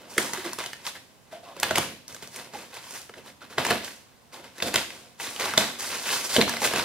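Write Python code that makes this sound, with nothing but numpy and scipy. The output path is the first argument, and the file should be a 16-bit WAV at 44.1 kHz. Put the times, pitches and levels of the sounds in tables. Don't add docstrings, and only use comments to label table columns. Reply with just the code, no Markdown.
import sys
import numpy as np
from scipy import signal
from scipy.fft import rfft, irfft
from scipy.io import wavfile
from scipy.ndimage import uniform_filter1d

SR = 44100
rng = np.random.default_rng(int(sys.argv[2]) if len(sys.argv) > 2 else 0)


def volts(x):
    e = np.asarray(x, float) / 20
    return 10 ** e


def to_wav(sig):
    pcm = np.clip(np.atleast_2d(sig), -1, 1) * 32767
    pcm = np.round(pcm).astype(np.int16)
    wavfile.write(sys.argv[1], SR, pcm.T)


N = 301644


def evened(x):
    return x / np.sqrt(np.mean(x ** 2) + 1e-20)


def read(points, f_hz):
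    f, value = np.transpose(points)
    return np.interp(np.log(f_hz + 1), np.log(f + 1), value)


def add(mix, t_s, sound):
    part = mix[..., round(t_s * SR):][..., :sound.shape[-1]]
    part += sound[..., :part.shape[-1]]


def causal(gain):
    log_gain = np.log(gain)
    phase = -signal.hilbert(log_gain).imag
    return np.fft.ifft(np.exp(log_gain + 1j * phase)).real[:1024]


def ring(f_hz, width_hz, size=2048):
    t = np.arange(size) / SR
    taps = np.exp(-np.pi * width_hz * t) * np.sin(2 * np.pi * f_hz * t)
    return taps / np.linalg.norm(taps)


# f/Hz, level/dB
AIR = [(18, -45.5), (30, -9.5), (90, -7.5), (127, -6.5), (199, -13.5), (239, -9.5), (295, -19.5),
       (988, -18.5), (1320, -25), (16000, -37)]
# f/Hz, coherence/1
AIR_SAME = [(60, 0.547), (950, 0.0819), (15000, 0.04)]


def air(rms_db=-56):
    hz = np.fft.rfftfreq(2048, 1 / SR)
    a, b, c, d = rng.standard_normal((N // 512 + 5, len(hz), 4)).T
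    same = np.clip(read(AIR_SAME, hz), -1, 1)[:, None]
    left, other = a + 1j * b, c + 1j * d
    right = same * left + np.sqrt(1 - same ** 2) * other
    z = np.array([left, right]) * volts(read(AIR, hz))[:, None]
    noise = signal.istft(z, nperseg=2048, noverlap=1536)[1][:, :N]
    return volts(rms_db) * evened(noise)


# peak t/s, rustle level/dB, settling by 20 dB t/s, pressure on foam re rustle/dB, thin fizz re rustle/dB
TUGS = [(.105, -49.5, 0.87, -8, 2.5), (.188, -31.5, 0.1883, -6, -2), (.34, -37.5, 0.2552, -13.5, -10),
        (.452, -34, 0.0941, -5, -9), (.592, -36, 0.1534, -13.5, -7.5), (.955, -42, 0.0469, -7, -24),
        (1.325, -45.5, 0.1033, -4, -11), (1.44, -49.5, 0.2478, -4.5, -11.5), (1.567, -47, 0.1476, 1, -16),
        (1.598, -48, 0.138, -1.5, -12), (1.638, -32, 0.2491, -7.5, -28), (1.768, -28.5, 0.1416, -3, -6),
        (2.09, -48, 0.2365, -6, -3), (2.228, -42, 0.0619, -9, -6), (2.365, -46.5, 0.1076, -5.5, -1),
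        (2.452, -48.5, 0.1304, -3.5, -12.5), (2.54, -44, 0.193, -1.5, -5),
        (2.768, -40.5, 0.0354, -15.5, -9.5), (3.42, -46, 0.0918, -2.5, -25), (3.505, -47, 0.2324, -4.5, -8),
        (3.588, -32, 0.2735, -4, -27), (3.652, -30, 0.0673, -7.5, -7), (3.69, -29, 0.0168, -4.5, -18.5),
        (3.708, -28.5, 0.1447, -5, -18.5), (3.845, -43, 0.1576, -22, 1), (4.336, -41.5, 0.0947, -11, -8),
        (4.442, -47, 0.1004, -5.5, -11), (4.628, -35, 0.1556, 1.5, -5), (4.744, -27, 0.075, -6.5, -16),
        (4.78, -31.5, 0.1067, -8.5, -17.5), (5.206, -37.5, .5, -10.5, -1.5),
        (5.408, -28, 0.2591, -9.5, -9.5), (5.587, -25.5, 0.1529, -8.5, -7), (5.797, -37, 0.3865, -8.5, 3),
        (6.062, -32.5, 0.2447, -13.5, -9), (6.245, -34, 0.0632, -9.5, 2), (6.303, -34, 0.2342, -16.5, 1.5),
        (6.4, -36, 0.12, 5, -16.5), (6.484, -31, 0.1945, -11.5, -10), (6.625, -32.5, 0.03, -4.5, -6.5)]
# middle t/s, rustle level/dB, fade by 20 dB t/s, pressure re rustle/dB, fizz re rustle/dB
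SLIDES = [(.06, -52.5, 0.5912, -1, -10.5), (.83, -53.5, 0.2103, -6.5, -18),
          (.874, -33, 0.0379, -16.5, -2.5), (2.35, -47, 0.0668, -12.5, 1.5),
          (2.398, -42.5, 0.066, -5, -7.5), (2.61, -46, 0.1125, -10.5, -5.5), (2.75, -44, 0.057, -12, -4.5),
          (4.39, -54.5, 0.0861, 5.5, -12.5), (5.245, -38.5, 0.0356, -10, -3), (2.85, -47, 0.14, -11.5, -3),
          (2.955, -42, 0.1256, -11.5, 0.5), (3.18, -48.5, 0.0618, 1.5, -8.5),
          (3.278, -46.5, 0.0663, -5, -6.5), (4.585, -44, 0.0513, -6.5, -5), (4.675, -31, 0.0327, -2, -5),
          (4.95, -49, 0.2367, -2.5, -3.5), (5.94, -33.5, 0.1467, -13.5, -6.5),
          (6.135, -29.5, 0.1674, -13.5, -0.5), (6.35, -29, 0.0672, -23.5, 1),
          (6.652, -23, 0.0495, -7.5, -1.5), (6.78, -28, 0.1484, -7.5, -10)]
# rustle level/dB, pressure re rustle/dB, fizz re rustle/dB
REST = (-66.5, -3, -5)


def handling(tug_rise_s=0.019585, curve=1.1036):
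    t = np.arange(0, N / SR + .002, .001)
    rest_db = REST[0] + np.array([0, REST[1], REST[2]])
    power = np.ones((len(t), 1)) * volts(rest_db) ** 2
    for table, rise_s in ((TUGS, tug_rise_s), (SLIDES, None)):
        for peak_s, db, fade_s, push_db, fizz_db in table:
            away = np.where(t < peak_s, (peak_s - t) / (rise_s or fade_s), (t - peak_s) / fade_s)
            drop_db = 20 * away[:, None] ** curve
            power = power + volts(db - drop_db + [0, push_db, fizz_db]) ** 2
    return [np.interp(np.arange(N) / SR, t, level) for level in np.sqrt(power).T]


def creases(count, per_s, spread_db, clump_db, clump_s):
    size = round(clump_s * SR)
    drift = uniform_filter1d(rng.standard_normal((count, N)), size)
    clumps = evened(uniform_filter1d(drift, size))
    clicks = (rng.random((count, N)) < per_s / SR) * rng.choice([-1., 1.], (count, N))
    size_db = spread_db * np.minimum(rng.exponential(1, (count, N)), 4)
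    clicks *= volts(size_db + clump_db * np.tanh(clumps))
    return evened(clicks) / np.sqrt(count)


# f/Hz, level/dB
FILM = [(300, -8.5), (800, -3.5), (2000, -4), (4000, -6), (6000, -12.5), (12000, -14.5), (16000, -22)]
# f/Hz, level/dB
FIZZ = [(2000, -46.5), (4500, 9), (6000, 10.5), (10000, 8.5), (14000, -0.5), (17000, -7)]


def colours():
    hz = abs(np.fft.fftfreq(4096, 1 / SR))
    return hz, evened(volts(read(FILM, hz))), evened(volts(read(FIZZ, hz)))


def patch(film, f, ring_hz, ring_db, sharpness):
    peak_db = ring_db / (1 + (2 * sharpness * (f / ring_hz - 1)) ** 2)
    return evened(film * volts(peak_db))


# f/Hz, width/Hz, level/dB
FOAM = [(93.076, 13.4, -12), (121.08, 59.1, -11), (220.84, 65.8, 2), (339.84, 118.38, 2), (490, 80, 1.5),
        (610, 133.06, 1), (718.31, 35.19, -1.5)]


def box(push):
    taps = sum((-1) ** k * volts(db) * ring(hz, width_hz, size=4096)
               for k, (hz, width_hz, db) in enumerate(FOAM))
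    return signal.oaconvolve(push, taps[None] / np.linalg.norm(taps), axes=1)[:, :N]


LAGS = [2, 0, 2, 2]
# t/s, slope/(dB per octave)
TAUT = [(.2, -2.5), (.8, .5), (1.3, -1.5), (1.7, -.5), (2.1, .5), (2.55, -1.5), (2.95, .5), (3.2, -2.5),
        (3.75, -2.5), (3.86, 1.5), (4.35, -1.5), (4.75, 1.5), (5.25, .5), (5.6, -2.5), (5.9, 1.5),
        (6.12, 2.5), (6.33, 3.5), (6.5, .5), (6.66, 1.5), (6.84, -.5)]


def rustle():
    body, push, fizz = handling()
    f, film, edge = colours()
    pitches_hz = np.geomspace(800, 5500, 12)
    rings = np.array([causal(patch(film, f, hz, 13, 3.5)) for hz in pitches_hz])
    slope_db = np.interp(np.arange(N) / SR, *np.transpose(TAUT))
    share = volts(np.log2(pitches_hz)[:, None] * slope_db)
    share /= np.sqrt(np.mean(share ** 2, 0))
    clicks = body * share * creases(len(rings), 430, 3.7, 5, .012)
    crackle = signal.oaconvolve(clicks, rings, axes=1)[:, :N]
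    edges = fizz * creases(len(LAGS), 2200, 3.4, 3.5, .004)
    hiss = signal.oaconvolve(edges, causal(edge)[None], axes=1)[:, :N]
    rumble = box(push * creases(len(LAGS), 1500, 2.629, 3.765, 0.00845))
    return crackle.reshape(-1, len(LAGS), N).sum(0) + hiss + rumble


# peak t/s, film level/dB, push into foam re film/dB, sizzle re film/dB, film ring f/Hz
SNAPS = [(0.167, -35, 6, -21, 1729), (0.181, -14, -5.5, -4.5, 1984), (0.335, -25, -2.5, 2, 1969),
         (0.375, -31.5, -2.5, -4, 1533), (0.533, -33.5, -8, 7.5, 1024), (0.588, -24, -14, -12.5, 1378),
         (0.604, -27, -3, -9.5, 2374), (0.64, -29, -16.5, -8.5, 2323), (0.662, -30, -9.5, 1, 3271),
         (0.733, -29, -39, -10.5, 2316), (0.867, -27, -20.5, -4, 3584), (1.567, -43.5, 6.5, -2.5, 1030),
         (1.6, -35.5, -12, 12.5, 5604), (1.632, -11.5, -30, -7, 1511), (1.71, -18.5, -3, -10, 1639),
         (1.758, -16, -24, -3, 2409), (1.776, -16.5, -10, -17, 946.6), (1.783, -15.5, -11.5, -2, 904.8),
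         (2.081, -46, -4.5, 13, 6420), (2.126, -47, -5, 7.5, 2100), (2.147, -37.5, -5.5, 3, 1815),
         (2.165, -39, -25, -8, 2995), (2.226, -34, -4, -5.5, 976), (2.275, -45, 1.5, 8.5, 1790),
         (2.344, -46, -10, 7, 3000), (2.362, -36, -17.5, 2.5, 2273), (2.447, -49.5, -8, 6.5, 2500),
         (2.537, -38, -5, -8, 1300), (2.59, -41, -15, -8, 2460), (2.743, -42.5, -13, 0, 2995),
         (2.77, -38.5, -14.5, -10.5, 2385), (2.909, -38, -12.5, 3.5, 1935), (3.017, -48, -13.5, 9, 4003),
         (3.095, -39, -3, -18, 1203), (3.14, -39, -19.5, -23.5, 1718), (3.527, -40.5, -12.5, -21.5, 1338),
         (3.583, -15, -3.5, -22, 765.8), (3.651, -20.5, -27, -10.5, 2543), (3.667, -21.5, -10, -4.5, 1071),
         (3.691, -27, 2, -20, 900), (3.703, -22.5, -10, -2.5, 2491), (3.708, -14.5, -1.5, -24.5, 1418),
         (3.717, -22, -3.5, -12.5, 1298), (3.846, -38, -20, 6, 3232), (3.881, -36, -15, -20, 1900),
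         (4.583, -38.5, -5, -5, 1965), (4.603, -30.5, -8, -12, 2352), (4.625, -18, -5, -8, 3542),
         (4.683, -28.5, -10, -2.5, 1953), (4.742, -21, -0.5, -2.5, 2325), (4.759, -12.5, -18.5, -3.5, 3088),
         (4.905, -36, -3.5, -6, 2420), (5.2, -32.5, -10.5, -9.5, 1974), (5.363, -31.5, -13, -8, 3068),
         (5.399, -22.5, -11.5, -2.5, 2326), (5.44, -28.5, -4, -13, 901), (5.457, -23, -15.5, -4, 1096),
         (5.538, -25, -8, -14, 1498), (5.578, -9, -7.5, -4, 3610), (6.112, -25, -20, -10, 3900),
         (6.365, -13, -5, -16.5, 3423), (6.408, -21, -5.5, -18.5, 3614), (6.414, -12.5, -22.5, -15.5, 3885),
         (6.423, -18, -21.5, -15.5, 2525), (6.479, -22, -8.5, -17.5, 1210), (6.495, -24.5, -28, 1.5, 1686),
         (6.539, -25, -1.5, -6.5, 1217), (6.569, -24, -9, -8, 2325), (6.605, -36.5, -10.5, 5.5, 2986),
         (6.619, -25.5, 0.5, -4.5, 805.3), (6.647, -20, -6, -8, 1970), (6.675, -22, -8, -8, 2400),
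         (6.712, -26, -3, -8, 2080), (6.737, -19.5, -5, -12, 1107), (6.761, -20.5, -15, -2.5, 1095),
         (6.783, -24, -0.5, -11, 1869), (6.798, -20, -5.5, -24, 1055)]


def snaps(rise=0.6471, plain_ms=1.8158, sizzle_db_per_halving=30):
    lead, crack, ring_db, sharpness = 400, -10, 8, 2.5
    push, out = np.zeros((2, len(LAGS), N))
    t = (np.arange(3000) - lead) / SR
    f, film, edge = colours()
    chance = rng.standard_normal((len(SNAPS), 2, len(t)))
    for k, (peak_s, db, push_db, sizzle_db, hz) in enumerate(SNAPS):
        ms = plain_ms * .5 ** (sizzle_db / sizzle_db_per_halving)
        u = t / (ms / 1000)
        envelope = np.exp(np.where(u < 0, u / rise, -u))
        cracks = chance[k, 0] * abs(chance[k, 1]) * envelope
        cracks[lead] = crack / ms
        cracks *= volts(db) / np.sqrt(uniform_filter1d(cracks ** 2, 66).max())
        dulled = film / np.hypot(1, f / hz / 3.5)
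        body = patch(dulled, f, hz, ring_db, sharpness)
        taps = causal(np.hypot(body, volts(sizzle_db) * edge))
        start_s = peak_s - lead / SR
        add(out[k % len(LAGS)], start_s, signal.fftconvolve(cracks, taps))
        add(push[k % len(LAGS)], start_s, volts(push_db) * cracks)
    return out + box(push)


# t/s, length/s, level/dB, f/Hz
SCUFFS = [(.371, 0.01801, -35.5, 347.1), (.442, 0.03835, -38.5, 350.3), (1.318, 0.065, -43, 681.4),
          (1.42, 0.1149, -49, 719.3), (1.45, 0.09, -52, 1100), (2.533, 0.02473, -43, 800.8),
          (3.414, 0.02076, -47, 1416), (4.328, 0.06607, -51.5, 832.3), (6.36, 0.01032, -22, 610)]


def scuffs(slips_per_s=900, sharpness=5.5):
    out = np.zeros((len(LAGS), N))
    chance = rng.random((len(SCUFFS), 2, SR // 5))
    for k, (t_s, length_s, db, hz) in enumerate(SCUFFS):
        size = round(length_s * SR)
        mode = ring(hz, hz / sharpness)
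        hollow = np.convolve(mode, mode)
        hollow /= np.linalg.norm(hollow)
        slips = (chance[k, 0, :size] < slips_per_s / SR) * (chance[k, 1, :size] - .5)
        slips = slips * signal.windows.tukey(size, .2)
        add(out[k % len(LAGS)], t_s, volts(db) * np.convolve(evened(slips), hollow))
    return out


# t/s, peak level/dB
THUMPS = [(1.64, -38), (1.715, -37), (1.782, -31), (2.11, -48), (2.226, -46), (3.585, -37), (3.708, -38),
          (4.628, -38), (4.745, -36)]
# f/Hz, width/Hz, level/dB
TABLE = [(90, 20, 0.5), (132, 22, -0.5)]


def thumps():
    out = np.zeros(N)
    taps = sum(volts(db) * ring(hz, width_hz, size=8192) for hz, width_hz, db in TABLE)
    taps *= np.tanh(np.arange(len(taps)) / SR / .012)
    for t_s, db in THUMPS:
        add(out, t_s, volts(db) * taps / abs(taps).max())
    return out


# t/s, length/s, level/dB, slip rate at start/(1/s), slip rate at end/(1/s), ring f/Hz, width/Hz
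JUDDER = (6.3835, .021, -17.5, 250., 200., 300., 300.)


def judder():
    start_s, length_s, db, first, last, hz, width_hz = JUDDER
    t, out = np.arange(round(length_s * SR)) / SR, np.zeros(N)
    turns = np.cumsum(first + (last - first) * t / length_s) / SR
    slips = -np.diff(np.ceil(turns), prepend=0)
    knocks = np.convolve(slips - slips.mean(), ring(hz, width_hz, size=len(t)))
    add(out, start_s, volts(db) * evened(knocks))
    return out


# f/Hz, t60/s
ROOM = [(150, 0.5714), (400, 0.3853), (1040, 0.2319), (2760, 0.5142), (7280, 0.43104)]
# nominal delay/ms, level/dB
ECHOES = [(2.2, -8), (7.5, -12.5), (21, -35.5)]


def room(x, lag, tail_db=-6, bass_alike_hz=900):
    taps = np.zeros((2, SR // 2))
    at = np.arange(300, SR // 2 - 20, 20) + rng.integers(0, 20, (2, (SR // 2 - 301) // 20))
    np.put_along_axis(taps, at, rng.choice([-1., 1.], at.shape), 1)
    hz, t, z = signal.stft(taps, SR, nperseg=256)
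    alike = 0.85 / (1 + (hz / bass_alike_hz) ** 2)[:, None]
    z[1] = alike * z[0] + np.sqrt(1 - alike ** 2) * z[1]
    decay = volts(-60 * t / read(ROOM, hz)[:, None])
    build_up = np.tanh(t / 0.00466)
    tail = signal.istft(z * decay * build_up, SR, nperseg=256)[1]
    tail *= volts(tail_db) / np.linalg.norm(tail[0])
    for (ms, db), (path, left, right) in zip(ECHOES, rng.random((len(ECHOES), 3))):
        delay = round(ms * (.85 + .3 * path) * SR / 1000)
        at = delay + (5 * np.array([left, right])).astype(int)
        tail[[0, 1], at] += volts(db)
    tail[[0, 1], [lag, 0]] += 1
    return signal.fftconvolve(x[None], tail, axes=1)[:, :N]


def scene():
    parts = snaps() + scuffs() + rustle()
    parts[0] += judder() + thumps()
    return sum(room(part, lag) for part, lag in zip(parts, LAGS)) + air()


def roll_off(x):
    return signal.sosfilt(signal.butter(12, 16490, fs=SR, output="sos"), x)


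# f/Hz, level/dB
PORTS = [(60, -4.5), (500, -2), (3000, -0.2671), (14000, -1)]


def record(dry):
    low_hz, edge_hz = 83.67, 15700
    hz = np.fft.rfftfreq(N, 1 / SR)
    tilt = volts(read(PORTS, hz) / 2)
    bass_cut = hz ** 2 / (hz ** 2 + low_hz ** 2)
    band = bass_cut / np.sqrt(1 + (hz / edge_hz) ** 200)
    heard = irfft(rfft(dry) * band * np.array([tilt, 1 / tilt]), N)
    mix = np.clip(heard, -1, 1)
    return roll_off(mix)


dry = scene()
out = record(dry)
to_wav(out)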